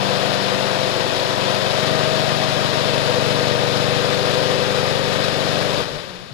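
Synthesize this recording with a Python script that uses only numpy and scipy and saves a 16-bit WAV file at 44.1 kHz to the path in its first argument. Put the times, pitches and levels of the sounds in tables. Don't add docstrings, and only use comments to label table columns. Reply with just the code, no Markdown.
import sys
import numpy as np
from scipy import signal
from scipy.fft import rfft, irfft, next_fast_len
from scipy.io import wavfile

SR = 44100
rng = np.random.default_rng(int(sys.argv[2]) if len(sys.argv) > 2 else 0)


def file_out(sig):
    cols = np.atleast_2d(sig).T
    lim = np.clip(cols, -1, 1)
    pcm = np.round(lim * 32767).astype(np.int16)
    wavfile.write(sys.argv[1], SR, pcm)


N = 279153
TIME = np.arange(N) / SR

# (t/s, speed/turns per minute)
POWERED_SPEED = [(0.0, 1447), (0.6, 1453), (1.05, 1433), (1.4, 1441), (1.7, 1452), (2.0, 1464), (2.6, 1462),
                 (3.2, 1457), (4.0, 1460), (4.6, 1453), (5.2, 1457), (5.75, 1463)]
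# (t/s, speed/turns per minute)
COASTING_SPEED = [(5.82, 1401), (5.96, 1377), (6.1, 1112), (6.33, 956)]
# (t/s, share seated/0-1)
SEATING_SHARE = [(1.5, 0.02), (1.9, 1)]
# (t/s, relative level/dB)
STROKE_LEVEL = [(0, -1.2), (0.55, -3), (1.15, -3.5), (1.85, 2), (2.5, -0.5), (2.9, 2), (4.0, 0.1),
                (4.35, -1.5), (5.75, -3)]
# (multiple of shaft speed, left level loose/dB, left level seated/dB, right level/dB)
HUM_LINES = [(4, -34.5, -33, -37), (5, -31, -31.5, -45.5), (6, -27, -26.5, -39.5), (7, -36.5, -33, -51),
             (8, -27, -31.5, -47.5), (10, -44, -37.5, -42.5), (11, -47, -46, -48), (12, -43, -39, -46.5),
             (15, -34, -38, -52), (16, -32.5, -33, -50), (18, -44, -34, -48), (20, -32.5, -29, -41),
             (21, -30.5, -33, -42.5), (22, -31, -32, -52), (23, -37, -38, -49), (24, -42, -33, -46),
             (26, -28, -28, -49), (27, -38.5, -36, -46.5), (28, -29.5, -43, -51), (30, -33, -37, -47),
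             (32, -44, -40.5, -56), (36, -35, -48, -50), (38, -39, -36, -41), (40, -37, -40, -49),
             (41, -37, -46, -46.5), (42, -39.5, -45, -57), (50, -50, -38, -49)]
# (f/Hz, level of each line/dB)
HUM_BED_LEVEL = [(73, -55), (220, -38.5), (330, -46.5), (440, -39), (600, -42.5), (720, -45.5), (1100, -49)]
# (multiple of shaft speed, t/s, half length/s, level change/dB)
LINE_SWELLS = [(4, 5.5, 0.84, 3.5), (5, 3.7, 0.4, 4), (6, 1.2, 0.3, -4.5), (7, 3.2, 0.41, -9),
               (7, 5.37, 0.47, 4.5), (8, 1.16, 0.22, -9.5), (12, 5.4, 0.83, 4), (15, 5.4, 0.54, -7),
               (16, 3.1, 0.49, -9.5), (16, 4.63, 0.47, 3), (20, 1.1, 0.2, -18), (20, 2.5, 0.23, -8),
               (20, 4, 0.6, 2.5), (21, 2.3, 0.27, -7), (21, 4.5, 0.3, 7), (22, 1.6, 0.17, 6),
               (22, 2.6, 0.35, -8), (22, 5.15, 0.5, 5), (24, 2, 0.86, -1), (26, 2, 0.3, 2.5),
               (26, 5.3, 0.69, -2.5), (27, 3.4, 0.3, 0.5), (27, 4.6, 0.38, -12), (30, 1.03, 0.18, -12),
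               (30, 2.4, 0.16, 6.5), (38, 1.2, 0.7, 1), (41, 1.5, 0.37, 5), (50, 4.95, 0.33, 6)]
# (loose deck (place in turn/0-1, f/Hz, relative level/dB), seated deck (the same), width/Hz)
TURN_BLOWS = [((0.1005, 130, 0), (0.076, 166, -0.46), 61), ((0.3, 163, 0), (0.29, 176, -5), 80),
              ((0.595, 164, -1.5), (0.57, 201, -3), 48), ((0.0787, 610, -5), (0.0237, 555, 0.5), 140),
              ((0.225, 608, 0.5), (0.31, 570, -2), 125), ((0.54, 539, 2), (0.495, 598, -1.1), 108),
              ((0.695, 585, 0.7), (0.68, 593, 0), 123), ((0.885, 546, -9.5), (0.83, 545, -3.5), 117)]
# (t/s, f/Hz)
DECK_RING = [(0, 688.2), (.8, 618.8), (1.2, 600), (1.7, 593.2), (2.4, 670.9), (2.9, 538.2), (3.4, 559.9),
             (4.2, 506.3), (5.7, 535)]
# (f/Hz, width/Hz, relative level/dB)
PANEL_MODES = [(392, 44, -7), (501.6, 35, 2), (530, 44, -4.5), (589.5, 42, -2.5)]
# (t/s, f/Hz, half length/s, level/dB)
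COAST_SWELLS = [(5.83, 47, 0.032, -41), (5.948, 46.7, 0.03, -44), (6.16, 40, 0.05, -51),
                (5.845, 187, 0.028, -34), (5.937, 146, 0.019, -36), (5.97, 589, 0.037, -37),
                (6.095, 130.4, 0.014, -37), (6.11, 182.6, 0.077, -45), (6.32, 143.6, 0.012, -36)]
# (f/Hz, relative level/dB)
GRAVEL_TONE = [(30, -38), (75, -19), (160, -7), (300, -5.5), (550, 0), (780, 0.3), (950, 1.2), (1250, 1.3),
               (1600, -1), (1900, -0.5), (2450, -3), (3700, -0.5), (4400, -1.2), (5400, -6.6), (5800, -11),
               (7000, -17.2), (10500, -23.6), (15000, -38.9)]
# (f/Hz, level/dB, likeness/0-1, lag/rad)
RIGHT_EAR = [(53, 14, 0.97, 4.5), (133, -15.5, 0.63, 3.5), (303, 4, 0.19, 0.28), (523, -11, 0.6, -0.4),
             (975, -9, 0.55, -2.5), (1280, -11, 1, -1.5), (1930, -17, 0.27, 1.5), (2600, -15, 0.2, 1),
             (3960, -17, 0.37, 0.5), (5200, -18.5, 0, -8), (6000, -11, 0.7, -4), (10560, 1.5, 1, -11.5),
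             (11600, -0.5, 0.94, -13), (15000, 1, 0.9, -18.5)]

POWER_OFF_S, SLUMP_S = 5.803, 0.055
REBOUND_S, REBOUND_HALF_S = 5.958, 0.02
EDGE_HZ = 15300


def amp(db):
    return 10 ** (np.asarray(db) / 20)


def unit(x):
    return x / np.sqrt(np.mean(abs(x) ** 2) + 1e-20)


def curve(rows, order=1):
    columns = np.transpose(rows)
    return np.interp(TIME, columns[0], columns[order])


def read(rows, hz, order=1):
    columns = np.transpose(rows)
    return np.interp(np.log(hz + 1), np.log(columns[0] + 1), columns[order])


def colour(x, response):
    size = next_fast_len(N + SR)
    spectrum = rfft(x, size) * response(np.fft.rfftfreq(size, 1 / SR))
    return irfft(spectrum, size)[..., :N]


def drift(rate_hz, count=512):
    hz = np.fft.fftfreq(count, N / SR / count)
    noise = rng.standard_normal(count) + 1j * rng.standard_normal(count)
    smooth = np.fft.ifft(np.fft.fft(noise) / (1 + (hz / rate_hz) ** 2))
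    return np.interp(TIME, np.linspace(0, N / SR, count), unit(smooth))


def resonance(hz, centre_hz, width_hz):
    return 1j * hz * width_hz / (centre_hz ** 2 - hz ** 2 + 1j * hz * width_hz)


def bump(s, half_length):
    return np.exp(-.5 * ((TIME - s) / half_length) ** 2)


def coasted_s():
    return np.maximum(TIME - POWER_OFF_S, 0)


def seated_share():
    return np.clip(curve(SEATING_SHARE), 0, 1)


def microphones(near, diffuse):
    def likeness(hz):
        return np.clip(read(RIGHT_EAR, hz, order=2), 0, 1)

    def level(hz):
        return amp(read(RIGHT_EAR, hz))

    direct = colour(near, lambda hz: level(hz) * likeness(hz) * np.exp(-1j * read(RIGHT_EAR, hz, order=3)))
    room = colour(diffuse, lambda hz: level(hz) * np.sqrt(1 - likeness(hz) ** 2))
    return np.array([near, direct + room])


def effort(level_db, follow, slump_db, fade_db_per_s, rebound_db):
    powered_db = level_db + follow * curve(STROKE_LEVEL)
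    coasting_db = slump_db * np.minimum(coasted_s() / SLUMP_S, 1) + fade_db_per_s * coasted_s()
    return amp(powered_db + coasting_db + rebound_db * bump(REBOUND_S, REBOUND_HALF_S))


def rattle():
    return effort(level_db=-0.67, follow=0.12, slump_db=-4.5, fade_db_per_s=-25.0, rebound_db=1.0)


def forces():
    thump = effort(level_db=-0.14, follow=0.59, slump_db=-5.0, fade_db_per_s=-2, rebound_db=3.5)
    knock = effort(level_db=-0.5, follow=0.28, slump_db=-5.5, fade_db_per_s=-13.0, rebound_db=4.0)
    return thump, knock


def force(hz, thump, knock):
    high = np.clip((hz - 200) / 180, 0, 1)
    return (1 - high) * thump + high * knock


def rumble(level_db=-40, centre_hz=150, width_hz=110, fade_db_per_s=-1):
    noise = rng.standard_normal((2, N))
    noise = unit(colour(noise, lambda hz: resonance(hz, centre_hz, width_hz) ** 3))
    return amp(level_db + fade_db_per_s * coasted_s()) * microphones(*noise)


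def strikes(turns, per_s, spread_db, bunching):
    chance = per_s / SR * (1 + bunching * np.cos(2 * np.pi * (turns - .15)))
    size = amp(spread_db * np.minimum(rng.exponential(1, N), 4))
    return size * rng.choice([-1., 1.], N) * (rng.random(N) < chance)


def mesh(hits, t60, wet_db, size=8192):
    ring = rng.standard_normal((2, size)) * amp(-60 * TIME[:size] / t60)
    ring *= amp(wet_db) / np.linalg.norm(ring, axis=1, keepdims=True)
    ring[1] *= np.sqrt(1 + amp(-wet_db) ** 2)
    ring[0, 0] += 1
    return signal.oaconvolve(hits[None], ring, axes=1)[:, :N]


def stones(turns, level_db=-33, lowest_hz=1500, count=3):
    hops = 0
    for _ in range(count):
        hits = strikes(turns, per_s=45, spread_db=2.0, bunching=0.18)
        hops = hops + mesh(hits, t60=0.078, wet_db=-1.0)
    sound = unit(colour(hops, lambda hz: amp(read(GRAVEL_TONE, hz)) * hz / (hz + lowest_hz)))
    return amp(level_db) * microphones(*(sound * rattle()))


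def gravel(turns, level_db=-19.0, surge_db=0.06, clump_db=0.37, count=8):
    patches = 0
    for _ in range(count):
        hits = strikes(turns, per_s=800, spread_db=2.5, bunching=0.12)
        patch = mesh(hits, t60=0.12, wet_db=5.5)
        patches = patches + patch * amp(surge_db * drift(rate_hz=2.3).real)
    sound = unit(colour(patches, lambda hz: amp(read(GRAVEL_TONE, hz))))
    sound = sound * amp(clump_db * drift(rate_hz=4.8).real)
    return amp(level_db) * microphones(*(sound * rattle()))


def shudder(rough=1.0, rough_hz=18):
    out = np.zeros((2, N))
    for s, hz, half_length, db in COAST_SWELLS:
        swell = amp(db) * bump(s, half_length)
        wave = np.exp(2j * np.pi * hz * TIME) * (1 + rough * drift(rough_hz))
        tone = np.sqrt(2) * swell * wave.real
        out += [tone, tone * amp(min(read(RIGHT_EAR, hz), 0))]
    return out


def blows(order):
    found = []
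    for *states, width in TURN_BLOWS:
        place, hz, db = states[order]
        found.append((place, hz, width, db))
    return found


def moving_blows():
    seated, moving = seated_share(), []
    for loose, settled in zip(blows(order=0), blows(order=1)):
        loose_place, _, _, loose_db = loose
        place, hz, width, db = settled
        moving.append((loose_place + seated * (place - loose_place), hz, width,
                       loose_db + seated * (db - loose_db)))
    return moving


def throb(turns, level_db=-30.0, alternation=0.7):
    knocks = np.zeros((2, N))
    for place, hz, width, db in moving_blows():
        if hz > 300:
            at = np.flatnonzero(np.diff(np.floor(turns - place)) > 0)
            chance = rng.uniform(-1, 1, size=(2, 200))[:, :len(at)]
            knocks[:, at] += amp(db[at]) * (chance - alternation * np.roll(chance, 1, axis=1))

    def panels(f):
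        return sum(amp(db) * resonance(f, hz, width) ** 2 for hz, width, db in PANEL_MODES)

    ringing = unit(colour(knocks, panels))
    _, knock = forces()
    return amp(level_db) * microphones(*(ringing * knock))


def chatter(turns, level_db=-29.5, deck_db=5.5, spread=0.054, follow=0.4):
    out, drive, deck_hz = np.zeros((2, N)), forces(), curve(DECK_RING)
    glide = np.exp(2j * np.pi * np.cumsum(follow * (deck_hz - deck_hz.mean())) / SR)
    for place, hz, width, db in moving_blows():
        from_blow = (turns - place + .5) % 1 - .5
        burst = np.exp(-.5 * (from_blow / spread) ** 2) * rng.standard_normal((2, N))
        ring = unit(colour(burst, lambda f: resonance(f, hz, width * 1.7) ** 2))
        if hz > 300:
            analytic = signal.hilbert(ring, next_fast_len(N))[:, :N]
            ring = amp(deck_db) * (analytic * glide).real
        out += amp(db) * force(hz, *drive) * ring
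    return amp(level_db) * microphones(*unit(out))


def sway(turns, left_db=-41, right_db=-41.0, lag=-2.63):
    powered = np.clip(1 - (TIME - POWER_OFF_S) / SLUMP_S, 0, 1)
    angle = 4 * np.pi * turns
    left, right = amp(left_db) * np.cos(angle), amp(right_db) * np.cos(angle - lag)
    return np.sqrt(2) * powered * np.array([left, right])


def hum_lines(shaft_hz, right_db=-8, count=48):
    lines = {k: read(HUM_BED_LEVEL, k * shaft_hz) + np.array([0, 0, right_db]) for k in range(3, count)}
    lines.update({round(row[0]): row[1:] for row in HUM_LINES})
    return lines


def timing(k, hz, order):
    total = sum(amp(db) * resonance(hz, centre_hz, width) * np.exp(-2j * np.pi * k * place)
                for place, centre_hz, width, db in blows(order))
    return total / abs(total)


def frame_hum(turns, level_db=0.52, waver=0.23, waver_hz=1.0):
    seated, out = seated_share(), np.zeros((2, N))
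    shaft_hz, drive = turns[-1] / TIME[-1], forces()
    for k, (loose_db, seated_db, right_db) in hum_lines(shaft_hz).items():
        hz = k * shaft_hz
        before = (1 - seated) * timing(k, hz, order=0)
        after = seated * timing(k, hz, order=1)
        line = np.sqrt(2) * np.exp(2j * np.pi * k * turns) * force(hz, *drive)
        line *= amp(sum(db * bump(s, half) for multiple, s, half, db in LINE_SWELLS if round(multiple) == k))
        line *= 1 + waver * np.sqrt(hz / 550) * drift(waver_hz)
        out[0] += (line * (amp(loose_db) * before + amp(seated_db) * after)).real
        lag = np.exp(-1j * read(RIGHT_EAR, hz, order=3))
        out[1] += amp(right_db) * (line * (before + after) * lag).real
    return amp(level_db) * out


def coasting_hum(turns, fade_db_per_s=-38):
    return frame_hum(turns) * amp(fade_db_per_s * coasted_s())


def scene():
    turns_per_minute = curve(list(POWERED_SPEED) + list(COASTING_SPEED))
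    turns = np.cumsum(turns_per_minute) / 60 / SR
    machine = sway(turns) + coasting_hum(turns) + rumble() + chatter(turns) + throb(turns) + shudder()
    return machine + gravel(turns) + stones(turns)


def record(dry):
    low_pass = signal.firwin(511, EDGE_HZ, window=("kaiser", 9), fs=SR)
    return signal.oaconvolve(dry, low_pass[None], "same")


dry = scene()
out = record(dry)
file_out(out)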